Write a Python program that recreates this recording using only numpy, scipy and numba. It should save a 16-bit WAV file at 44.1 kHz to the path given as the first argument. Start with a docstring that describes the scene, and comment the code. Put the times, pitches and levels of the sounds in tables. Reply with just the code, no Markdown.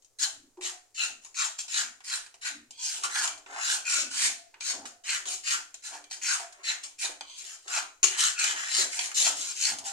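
"""In a small tiled kitchen, a steel spoon stirs thick sauce in a metal pan close by.
Each stroke is a stream of tiny slips: the spoon's edge rasps, the pan rings, muffled by the sauce,
and the sauce squelches behind the spoon. Now and then the spoon knocks on the pan or judders across it,
and a knock or rub sets one note ringing. The walls echo, and a faint appliance hum lies underneath."""
import sys
import numpy as np
from scipy import signal
from scipy.fft import rfft, irfft
from scipy.io import wavfile
from scipy.ndimage import map_coordinates
from numba import njit

SR = 44100
rng = np.random.default_rng(int(sys.argv[2]) if len(sys.argv) > 2 else 0)


def store_wav(level_fs):
    """Save 16-bit WAV to argv[1]."""
    pcm = np.round(np.clip(np.atleast_2d(level_fs), -1, 1) * 32767)
    wavfile.write(sys.argv[1], SR, pcm.T.astype(np.int16))


N = 437472
TIME = np.arange(N) / SR
HAND_TIME = np.arange(0, N / SR, .001)  # a coarser clock for the hand's movements
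FREQ = np.maximum(np.fft.rfftfreq(4096, 1 / SR), 1)

# Table levels are relative: the functions below turn them up or down.
# tone of the kitchen air: pitch_hz, level_db
AIR_TONE = [(20, 14), (55, -13), (100, 2), (170, -16), (400, 1), (1000, -6.5), (3000, -15), (7000, -3),
            (15000, -19)]
# notes of the appliance hum: pitch_hz, level_db
HUM_NOTES = [(80.7, -94), (118.4, -99)]
# the spoon knocks on the pan: start_s, edge_db, body_db, thud_db, ring_db
KNOCKS = [(0.023, -53, -69, -74, -85), (0.047, -49, -73, -85, -90), (0.572, -59, -55, -49, -85),
          (0.611, -41, -34.5, -67, -64), (1.248, -39, -49, -56, -76), (1.588, -26.5, -35, -69, -60),
          (1.681, -32, -41, -66, -70), (2.005, -48, -40.5, -71, -66), (2.263, -42.5, -40, -75, -67),
          (2.342, -43, -47, -49, -76), (2.708, -37.5, -64, -54, -63), (3.037, -22, -52, -52, -68),
          (3.053, -21.5, -34, -36.5, -65), (3.157, -39, -23, -68, -38), (3.276, -22, -30, -44, -38),
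          (3.377, -40, -66, -51, -73), (3.462, -45, -36, -44, -68), (4.542, -76, -38, -112, -65),
          (4.608, -31.5, -35, -77, -45.5), (4.855, -32, -31, -63, -65), (5.255, -40, -34, -47, -47),
          (5.743, -32, -43, -56, -61), (6.041, -45, -49, -75, -55.5), (6.111, -30, -39, -43, -62),
          (6.525, -40, -54, -71, -73), (6.837, -34, -63, -70, -49), (7.209, -53, -32.5, -35, -42),
          (7.681, -32.5, -37, -58, -67), (7.738, -45, -24.5, -59, -44), (7.773, -42, -21, -44, -48),
          (8.031, -15, -24.5, -41, -53), (8.040, -11.5, -19.5, -43, -33), (8.441, -15.5, -19.5, -38, -50),
          (8.991, -32, -25, -64, -33), (9.116, -33, -30.5, -71, -51), (9.266, -18, -18, -39, -50),
          (9.685, -44, -34, -35, -54), (9.786, -27.5, -65, -71, -63)]
# overall tone of the pan: pitch_hz, left_db, right_db
PAN_TONE = [(173, -52, -42.5), (236, -23.5, -20.5), (514, -20.5, -19.5), (632, -8, 0), (787, -3.5, -3.5),
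            (1240, -2.5, 1.5), (2260, 1.5, 2), (3780, 0, -1), (4600, 1, 0.5), (6200, 7, 4), (7270, 6, 2),
            (8690, -5, 2), (8950, -1, -4.5), (11090, -21.5, -20.5), (13200, -16, -19.5),
            (15600, -56, -40.5)]
# muffled pan notes that stand out from that tone: pitch_hz, width_hz, left_db, right_db
PAN_NOTES = [(293.5, 5, 16, 10), (378, 24, 10, 6), (507, 17.4, -6.5, 4), (708, 9.9, -2, -0.5),
             (1467, 270, -2, -7), (3130, 210, -7.5, -17), (4010, 180, -2, -7), (4360, 92, -0.5, -24),
             (5050, 330, -16, -3.5), (6510, 160, -7, -10), (6750, 430, 0, -20), (7420, 170, 0, 0),
             (8330, 190, -1, -10), (8570, 71, -15, -10.5), (10050, 1030, -3, 6), (11070, 150, 8, 12.5)]
# notes that ring on when the spoon bounces clear: pitch_hz, level_db, fade_s (time to drop 60 dB)
TAP_NOTES = [(905, -2, 0.3), (1084, 6.5, 0.47), (2152, 11, 0.053), (2340, 19, 0.19), (3050, 16, 0.2),
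             (3206, 1, 0.17), (4050, 5, .26), (4770, -12, .3), (5830, -3, 0.146), (6230, -8, 0.49),
             (6800, -5, 0.38)]
# notes of the spoon on bare metal: pitch_hz, width_hz, level_db
BARE_NOTES = [(990, 87, -3), (1500, 70, -11), (2120, 57, -4), (2440, 96, 1.5), (2860, 62, -7),
              (3250, 170, 8.5), (4170, 390, 0), (4500, 260, 3), (6260, 110, 8), (7700, 780, -2.5)]
# the spoon skims bare metal: start_s, end_s, level_db
SKIMS = [(2.705, 2.775, -53.5), (2.769, 2.897, -39), (7.212, 7.312, -55), (7.27, 7.364, -45.5),
         (7.336, 7.41, -50)]
# spoon strokes; the hollow is the gap under the spoon, and its pitch is given at full pressure:
# start_s, rise_s, hold_s, edge_db, body_db, sauce_db, hollow_hz, glide_octaves_per_s
STROKES = [(0.185, 0.045, 0.005, -24.5, -38.5, -54, 1690, -8),
           (0.607, 0.057, 0.0042, -28.5, -38, -69, 1970, -8),
           (0.942, 0.092, 0.013, -29.5, -40, -57.5, 2220, -5),
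           (1.215, 0.042, 0.0049, -49, -57, -70, 1110, -17),
           (1.341, 0.076, 0.04, -29, -35.5, -63.5, 1950, -17),
           (1.58, 0.012, 0.0052, -33, -55, -66, 1840, -4),
           (1.681, 0.081, 0.049, -27, -34, -62.5, 2200, -7.5),
           (2.037, 0.11, 0.0094, -29.5, -37.5, -68, 1690, -3.5),
           (2.41, 0.061, 0.0047, -32, -35, -62, 2260, -3.5),
           (2.788, 0.059, 0.13, -32, -47, -68, 2950, -9.5), (3.02, 0.022, 0.0052, -32.5, -32, -53, 1200, 4),
           (3.094, 0.081, 0.076, -28.5, -32, -52.5, 1590, -3),
           (3.461, 0.11, 0.032, -43.5, -35.5, -80, 865, 6),
           (3.578, 0.11, 0.057, -25.5, -37.5, -54.5, 1680, -4.5),
           (3.849, 0.057, 0.1, -25.5, -33, -55.5, 2490, 2),
           (4.104, 0.14, 0.017, -21.5, -30.5, -52.5, 2070, 4),
           (4.602, 0.092, 0.0099, -27, -40, -51.5, 1820, 2),
           (4.85, 0.0096, 0.0065, -40.5, -47.5, -70, 810, -15),
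           (5.036, 0.069, 0.052, -30, -33.5, -58.5, 2060, -1.5),
           (5.251, 0.028, 0.059, -30, -50, -69, 1580, -12),
           (5.431, 0.079, 0.03, -25, -31.5, -61.5, 2190, -14),
           (5.82, 0.047, 0.005, -34.5, -44, -56, 1660, -9),
           (5.896, 0.04, 0.015, -40.5, -39, -65, 1080, -17),
           (6.098, 0.024, 0.018, -37.5, -50, -64.5, 1750, 3),
           (6.211, 0.084, 0.048, -26, -31, -72, 1840, -8.5),
           (6.366, 0.039, 0.021, -42, -39, -77, 800.0, -11),
           (6.496, 0.036, 0.15, -63.5, -55.5, -63, 700.0, 7.5),
           (6.63, 0.069, 0.0055, -28, -32.5, -61.5, 2090, -3),
           (6.828, 0.0093, 0.0044, -35, -53, -79, 1290, -14),
           (6.982, 0.045, 0.025, -29, -35, -57, 2340, -5),
           (7.348, 0.036, 0.16, -41, -53.5, -72, 2730, -5.5), (7.58, 0.08, 0.081, -53, -73, -76, 1960, 0),
           (7.671, 0.067, 0.052, -30, -32.5, -52.5, 1300, -2),
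           (8.028, 0.0027, 0.042, -27, -35, -55, 2720, -3),
           (8.09, 0.027, 0.086, -37.5, -36.5, -63, 2100, -8),
           (8.17, 0.023, 0.082, -22.5, -30.5, -61.5, 1940, -1.5),
           (8.372, 0.024, 0.11, -26.5, -31.5, -54, 2660, -4),
           (8.543, 0.025, 0.25, -36, -36, -67.5, 1800, 1), (8.683, 0.1, 0.038, -22.5, -34, -53, 1950, -3.5),
           (8.896, 0.035, 0.13, -33.5, -39.5, -55, 2196, 0),
           (9.141, 0.033, 0.11, -21.5, -37.5, -54.5, 2250, -2),
           (9.339, 0.042, 0.13, -31.5, -48, -67, 1020, 0.5),
           (9.55, 0.082, 0.063, -25.5, -34.5, -53.5, 2700, -9.5),
           (9.838, 0.019, 0.042, -33.5, -41, -59, 710, -10)]
# the edge bites through to the metal: centre_s, length_s, low_pitch_hz, low_db, middle_db, high_db
BITES = [(0.244, 0.042, 1550, -38, -66, -30), (0.654, 0.043, 1470, -45, -58, -38),
         (1.019, 0.12, 1410, -36, -28.5, -32), (1.406, 0.11, 1420, -32.5, -36, -31),
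         (1.756, 0.08, 1460, -44, -45, -33.5), (2.134, 0.072, 1440, -37, -46, -33),
         (2.465, 0.13, 1530, -37.5, -58, -38), (3.205, 0.13, 1460, -39, -52, -44),
         (3.672, 0.36, 1510, -36, -39, -48), (3.874, 0.072, 1380, -38, -35, -50),
         (3.95, 0.23, 1410, -34.5, -41, -55), (4.264, 0.041, 1470, -53, -54, -36),
         (5.1, 0.072, 1430, -60, -34, -35.5), (5.476, 0.059, 1440, -42, -31, -45),
         (5.549, 0.07, 1530, -31, -43, -55), (6.302, 0.091, 1580, -37, -42, -43),
         (6.686, 0.12, 1700, -39, -40, -31), (7.052, 0.076, 1530, -46, -42, -35.5),
         (7.755, 0.074, 1480, -35, -58, -53), (8.236, 0.13, 1490, -31, -46, -36),
         (8.415, 0.16, 1430, -35, -35, -48), (8.797, 0.075, 1600, -50, -52, -49),
         (9.23, 0.053, 1460, -50, -49, -37), (9.27, 0.062, 1450, -30, -54, -30),
         (9.647, 0.059, 1720, -49, -49, -27)]
# a bite's low, middle and high note: width_hz
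BITE_WIDTHS = [240, 380, 640]
# the spoon judders across the pan: start_s, end_s, level_db
JUDDERS = [(0.32, 0.5, -64), (1.044, 1.206, -67.5), (1.763, 1.94, -69), (2.498, 2.684, -63),
           (3.277, 3.386, -67.5), (3.943, 4.14, -59.5), (4.202, 4.314, -59.5), (4.735, 4.887, -57.5),
           (5.473, 5.584, -71), (8.777, 8.89, -61), (9.223, 9.46, -61.5), (9.66, 9.86, -57)]
# tone of the judder: pitch_hz, level_db
JUDDER_TONE = [(40, -38), (85, -4.5), (120, -4), (165, -18), (240, 0.5), (330, 2), (500, -41), (1500, -44)]
# the sauce folds over: start_s, length_s, level_db
FOLDS = [(0.567, 0.15, -57.5), (0.703, 0.019, -63), (2.932, 0.15, -59), (3.362, 0.023, -64),
         (3.483, 0.062, -53.5), (4.53, 0.035, -65.5), (4.718, 0.12, -52.5), (5.258, 0.041, -54.5),
         (5.908, 0.08, -54), (6.386, 0.024, -55), (6.844, 0.015, -62), (7.028, 0.078, -51.5),
         (7.645, 0.052, -54.5), (8.535, 0.014, -58), (8.768, 0.032, -46), (9.254, 0.083, -45),
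         (9.68, 0.15, -52)]
# a knock or rub sets one note of the pan ringing briefly: start_s, drive_s, pitch_hz, level_db
PAN_RINGS = [(0.573, 0.063, 365, -49), (0.715, 0.034, 727, -53), (1.09, 0.079, 714, -69),
             (3.032, 0.012, 1144, -31.5), (3.93, 0.16, 1488, -49), (3.97, 0.09, 2616, -44),
             (4.31, 0.16, 685, -61.5), (4.606, 0.006, 2390, -42), (4.87, 0.17, 703, -63.5),
             (5.26, 0.071, 726, -51), (6.395, 0.05, 681, -47), (6.47, 0.048, 730, -62),
             (6.595, 0.017, 1066, -54.5), (6.634, 0.0067, 2420, -37), (8.029, 0.041, 371, -45),
             (8.029, 0.0059, 2846, -26), (9.135, 0.13, 507, -50), (9.845, 0.11, 790, -47)]


def undb(db):
    """Turn decibels into a gain, the number a sound is multiplied by."""
    return 10 ** (np.asarray(db) / 20)


def unit(x):
    """Scale a signal to an average strength (rms) of 1."""
    return x / np.sqrt(np.mean(x ** 2))


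def wander(rate):
    """A smooth random drift, about 1 in size, that turns about `rate` times a second."""
    points = signal.resample(rng.standard_normal(4096), 32768)
    return np.interp(TIME * rate * 8, np.arange(len(points)), points)


def tone_curve(table, column=1):
    """Read one level column of a tone table as a gain at each pitch in FREQ."""
    table = np.array(table)
    return undb(np.interp(np.log(FREQ), np.log(table[:, 0]), table[:, column]))


def apply_tone(x, curve):
    """Filter a sound with a tone curve."""
    cepstrum = irfft(np.log(curve + 1e-6))
    half = len(cepstrum) // 2
    cepstrum[1:half] *= 2  # these two lines put all ringing after a hit, never before it
    cepstrum[half + 1:] = 0
    return signal.oaconvolve(x, irfft(np.exp(rfft(cepstrum))))[:N]


@njit
def resonance(x, hz, width):
    """A filter with a moving pitch: row 0 keeps the sound near `hz`, row 1 the sound above it."""
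    out, band_state, low_state = np.empty((2, len(x))), 0., 0.
    for i in range(len(x)):
        step, damping = np.tan(np.pi * hz[i] / SR), width[i] / hz[i]
        band = (band_state + step * (x[i] - low_state)) / (1 + step * (step + damping))
        out[0, i] = damping * band
        out[1, i] = x[i] - damping * band - low_state - step * band
        band_state, low_state = 2 * band - band_state, low_state + 2 * step * band
    return out


def slips(rate, spread_db):
    """Rubbing as tiny random clicks of uneven size, about `rate` a second."""
    size = undb(spread_db * np.clip(rng.standard_normal(N), -2, 2))
    return unit((rng.random(N) < rate / SR) * size * rng.choice([-1, 1], N))


def arch(start, end):
    """A rounded swell from 0 to 1 and back between two times."""
    return np.sqrt(np.sin(np.pi * np.clip((TIME - start) / (end - start), 0, 1)).clip(0))


def together(gains, lag_s=0):
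    """Add the power of overlapping pushes, giving one gain per sample."""
    return np.interp(TIME - lag_s, HAND_TIME, np.linalg.norm(gains, axis=0))


def air_and_hum():
    """Still kitchen air hisses softly, and an appliance gives a low, slightly wavering hum."""
    shared, *sides = [unit(apply_tone(rng.standard_normal(N), tone_curve(AIR_TONE))) for _ in range(3)]
    hum = sum(undb(db + wander(1.5)) * np.sin(2 * np.pi * hz * TIME) for hz, db in HUM_NOTES)
    return undb(-78) * (1.5 * shared + 2.0 * np.array(sides)) + np.sqrt(2) * hum


def knocks(chatter=0.046, chatter_s=0.0096):
    """Each knock is a sharp push and a brief chatter of steel on metal; rows are edge, body and thud."""
    out = np.zeros((3, N + SR))
    age = np.arange(SR // 40) / SR
    for start_s, *levels, _ in KNOCKS:
        push = chatter * rng.standard_normal(len(age)) * np.exp(-age / chatter_s)
        push[0] += .5
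        push *= np.sqrt(SR / 200 / np.sum(push ** 2))  # as much energy as 5 ms at strength 1
        start = int(start_s * SR)
        out[:, start:start + len(age)] += undb(levels)[:, None] * push
    return out[:, :N]


def pan(edge, body, sauce, edge_hz=2700, body_hz=620, sauce_hz=850, wander_db=4):
    """The pan shapes all three pushes; its notes grow and shrink as the spoon touches other spots."""
    below_edge = 1 / (1 + (FREQ / edge_hz) ** 8)
    below_sauce = 1 / (1 + (FREQ / sauce_hz) ** 8)
    middle = below_edge / (1 + (body_hz / FREQ) ** 8)
    bands = np.sqrt([1 - below_edge, middle, below_sauce])  # edge high, body in the middle, sauce low
    sides = np.array([tone_curve(PAN_TONE, column=1), tone_curve(PAN_TONE, column=2)])
    broad = np.zeros((2, N))
    for push, band in zip((edge, body, sauce), bands):
        broad += [apply_tone(push, curve) for curve in unit(sides * band)]
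    out = broad.copy()
    for hz, width, left_db, right_db in PAN_NOTES:
        ring = signal.lfilter(*signal.iirpeak(hz, hz / width, fs=SR), broad)
        out += ring * undb([[left_db], [right_db]]) * undb(wander_db * wander(5))
    return out


def taps(gain_db=-2, scatter_db=3):
    """After a knock the metal rings on; each spot favours different notes."""
    out = np.zeros((2, N + SR))
    age = np.arange(SR // 3) / SR
    hz, db, fade_s = np.array(TAP_NOTES).T[:, :, None]
    notes = np.sin(2 * np.pi * hz * age) * undb(db - 60 * age / fade_s)
    for start_s, *_, ring_db in KNOCKS:
        strength, flip = rng.standard_normal((2, 2, len(hz)))
        ring = (undb(scatter_db * strength) * np.sign(flip)) @ notes
        start = int(start_s * SR)
        out[:, start:start + len(age)] += undb(ring_db + gain_db) * ring / np.std(ring[:, :SR // 200])
    return out[:, :N]


def bare_metal(skim_db=6, clink_db=17, right_lag_s=0.00008):
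    """Knocks clink and skims scrape on bare metal, sounding a few strong notes."""
    swell = sum(undb(db) * arch(start, end) for start, end, db in SKIMS)
    push = undb(skim_db) * slips(rate=3300, spread_db=3) * swell
    for start_s, *_, ring_db in KNOCKS:
        push[int(start_s * SR)] += undb(ring_db + clink_db) * np.sqrt(SR / 200)
    out = np.zeros(N)
    for hz, width, db in BARE_NOTES:
        band = signal.iirpeak(hz, hz / width / 2, fs=SR)
        out += undb(db) * signal.lfilter(*band, signal.lfilter(*band, push))
    return np.array([out, np.interp(TIME - right_lag_s, TIME, out)])


def echoes(fade_s, treble_fade_s, bass_hz=620, treble_hz=3500):
    """A dense tail of echoes that drops 60 dB in the fade time; left and right share the bass."""
    def keep(x, kind, hz):
        return signal.sosfilt(signal.butter(3, hz, kind, fs=SR, output="sos"), x)

    age = np.arange(SR // 2) / SR
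    noise = rng.standard_normal((3, len(age)))
    noise = keep(noise[0], "low", bass_hz) + keep(noise[1:], "high", bass_hz)
    tail = keep(noise, "low", treble_hz) * undb(-60 * age / fade_s)
    tail += keep(noise, "high", treble_hz) * undb(-60 * age / treble_fade_s)
    return unit(tail) / np.sqrt(len(age))


def kitchen(x, direct_db=-7, bowl_db=-4, room_db=-7, lag_s=0.00021, spots=5):
    """The pan's bowl and the tiled walls echo differently from each spot that the spoon passes."""
    lag = lag_s * SR * wander(5) / 2  # the direct sound shifts between left and right
    direct = [map_coordinates(side, [np.arange(N) + sign * lag]) for side, sign in zip(x, (1, -1))]
    nearness = np.exp([wander(9) for _ in range(spots)])
    out = undb(direct_db) * np.array(direct)
    for share in nearness / np.linalg.norm(nearness, axis=0):
        bowl = undb(bowl_db) * echoes(fade_s=0.024, treble_fade_s=0.031)
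        walls = undb(room_db) * echoes(fade_s=0.35, treble_fade_s=0.3)
        out += signal.oaconvolve(x * share, bowl + walls, axes=1)[:, :N]
    return out


def pressure(start, rise, hold, curve=1.4, touch_share=0.15, touch_s=0.0034):
    """One push lands, presses harder, eases while held, then lifts and leaves a faint wet drag."""
    ease_db_per_s, lift_db_per_s, drag_db_per_s, drag_db = 14.5, 340, 100, -23
    age = HAND_TIME - start
    landing = touch_share * np.clip(age / touch_s, 0, 1)
    pressing = (1 - touch_share) * np.clip(age / rise, 0, 1) ** curve
    easing = undb(-ease_db_per_s * np.clip(age - rise, 0, hold))
    lifted_s = np.maximum(age - rise - hold, 0)
    leaving = undb(-lift_db_per_s * lifted_s) + undb(drag_db - drag_db_per_s * lifted_s)
    return (landing + pressing) * easing * leaving


def strokes(lowest_hz=630, highest_hz=2700):
    """The hand's pushes set the gains of edge, pan body and sauce, and the pitch of the hollow."""
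    edge, body, sauce, octaves = [], [], [], []
    for start, rise, hold, edge_db, body_db, sauce_db, hollow_hz, glide in STROKES:
        push = pressure(start, rise, hold)
        edge.append(push * undb(edge_db))
        body.append(pressure(start, rise, hold, curve=1.6) * undb(body_db))  # needs a harder push
        sauce.append(push * undb(sauce_db))
        # the hollow opens during most strokes, so its pitch falls
        octaves.append(np.log2(hollow_hz) + glide * (HAND_TIME - start - rise))
    pitches = np.clip(2 ** np.array(octaves), lowest_hz, highest_hz)
    hz = np.average(pitches, axis=0, weights=np.square(body) + 1e-18)  # the loudest stroke leads
    return (together(edge), together(body, lag_s=0.00072), together(sauce, lag_s=0.049),
            np.interp(TIME, HAND_TIME, hz))


def catches(rate, release_s, spread_db):
    """The spoon's grip breaks loose at random moments; each catch starts at once and dies away."""
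    breaks = (rng.random(N) < rate / SR) * undb(spread_db * np.clip(rng.standard_normal(N), -2, 2))
    return unit(signal.lfilter([1], [1, -np.exp(-1 / (release_s * SR))], breaks))


def scrape(hollow_hz, upper_ratio=1.965, cut_ratio=0.56):
    """The edge rasps and coarser slips shake the pan; both sound through the hollow under the spoon."""
    grip = unit(3.5 + 0.39 * catches(rate=210, release_s=0.0019, spread_db=1))
    edge = slips(rate=4000, spread_db=3.5) * grip
    body = slips(rate=3000, spread_db=5.5) * grip
    ticks = 0.51 * slips(rate=170, spread_db=4.5)  # bits of food snap under the edge
    edge, body = edge + ticks, body + ticks
    upper_hz = upper_ratio * hollow_hz * np.exp(0.15 * wander(4))  # the hollow's second note
    edge_upper = resonance(edge, upper_hz, width=0.14 * upper_hz)[0]
    body_upper = resonance(body, upper_hz, width=0.14 * upper_hz)[0]
    hollow = resonance(body, hollow_hz, width=0.37 * hollow_hz)[0]
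    body = undb(-7) * body + undb(3) * hollow + undb(-4) * body_upper
    cut_hz = cut_ratio * hollow_hz  # little sound gets out below the hollow's first note
    return unit(edge + undb(-2) * edge_upper), resonance(body, cut_hz, width=cut_hz)[1]


def squelch(pop_share=0.23, cycles=9, glide=0.31, count=900):
    """Sauce tears wetly off the metal, and small air pockets pop with a rising pitch."""
    pops = np.zeros(N + SR)
    for when, pitch, size in rng.random((count, 3)):
        hz = 280 * 3 ** pitch
        age = np.arange(int(2 * cycles * SR / hz)) * hz / SR  # in cycles
        chirp = np.sin(2 * np.pi * age * (1 + glide * age / cycles / 2))
        start = int(when * N)
        pops[start:start + len(age)] += (0.61 + size) * np.exp(-3 * age / cycles) * chirp
    return 1.15 * slips(rate=900, spread_db=4) + pop_share * unit(pops[:N])


def bites(middle_hz=2560, high_hz=4140, drift=0.04):
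    """Pressed hard, the edge bites the metal and sounds three gritty notes that drift as it moves."""
    centre_s, length_s, low_hz, *levels = np.array(BITES).T
    progress = (HAND_TIME - centre_s[:, None]) / length_s[:, None]
    swells = np.cos(np.pi * np.clip(progress, -.5, .5)) ** 2
    pitches = np.interp(TIME, centre_s, low_hz), middle_hz, high_hz
    friction = slips(rate=1500, spread_db=5.5)
    out = np.zeros(N)
    for pitch_hz, width_hz, db in zip(pitches, BITE_WIDTHS, levels):
        hz = pitch_hz * np.exp(drift * wander(6))
        width = np.full(N, float(width_hz))
        ring = resonance(resonance(friction, hz, width)[0], hz, width)[0]
        out += unit(ring) * together(swells * undb(db)[:, None])
    return out


def judder(thumps_per_s=90, uneven=0.67, gain_db=3):
    """The spoon sticks and slips in uneven thumps that rock the whole pan."""
    thump_count = np.floor(np.cumsum(thumps_per_s * np.exp(uneven * wander(51))) / SR)
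    thumps = np.diff(thump_count, prepend=0) * undb(wander(59))
    swell = sum(undb(db) * arch(start, end) for start, end, db in JUDDERS)
    return unit(apply_tone(thumps, tone_curve(JUDDER_TONE))) * swell * undb(gain_db)


def folds(rise_s=0.0082):
    """The gain of the squelch swells quickly as the sauce folds over and falls back."""
    return together([undb(db) * pressure(start, rise_s, length) for start, length, db in FOLDS])


def pan_rings(rise_s=0.0051, fade_s=0.18, rough=0.48):
    """A knock or rub sets one note of the pan ringing briefly; the note trembles and dies away."""
    # a complex number, so that both the strength and the timing of the wave tremble
    tremble = (1 + rough * (wander(110) + 1j * wander(110))) / np.sqrt(1 + 2 * rough ** 2)
    notes = np.zeros(N)
    for start, drive_s, hz, db in PAN_RINGS:
        span = slice(int(start * SR), int(start * SR) + SR // 2)
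        age = TIME[span] - start
        swell = np.clip(age / rise_s, 0, 1) * undb(db - 60 * np.maximum(age - drive_s, 0) / fade_s)
        notes[span] += swell * np.imag(tremble[span] * np.exp(2j * np.pi * hz * age))
    return np.sqrt(2) * notes


def scene(edge_db=-3, body_db=-4.5, knock_db=-2.5):
    """Strokes, sauce and knocks sound through the pan and join its other noises in the kitchen."""
    edge_gain, body_gain, sauce_gain, hollow_hz = strokes()
    edge, body = scrape(hollow_hz)
    sauce = squelch() * np.hypot(sauce_gain, folds())
    edge, body, sauce = np.array([edge * edge_gain, body * body_gain, sauce]) + undb(knock_db) * knocks()
    stirring = pan(edge * undb(edge_db), body * undb(body_db), sauce)
    return kitchen(stirring + bites() + bare_metal() + taps() + judder() + pan_rings()) + air_and_hum()


def record(dry, top_hz=15800):
    """The phone cuts off the highest treble."""
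    return signal.sosfilt(signal.ellip(8, .2, 70, top_hz, fs=SR, output="sos"), dry)


dry = scene()
out = record(dry)
store_wav(out)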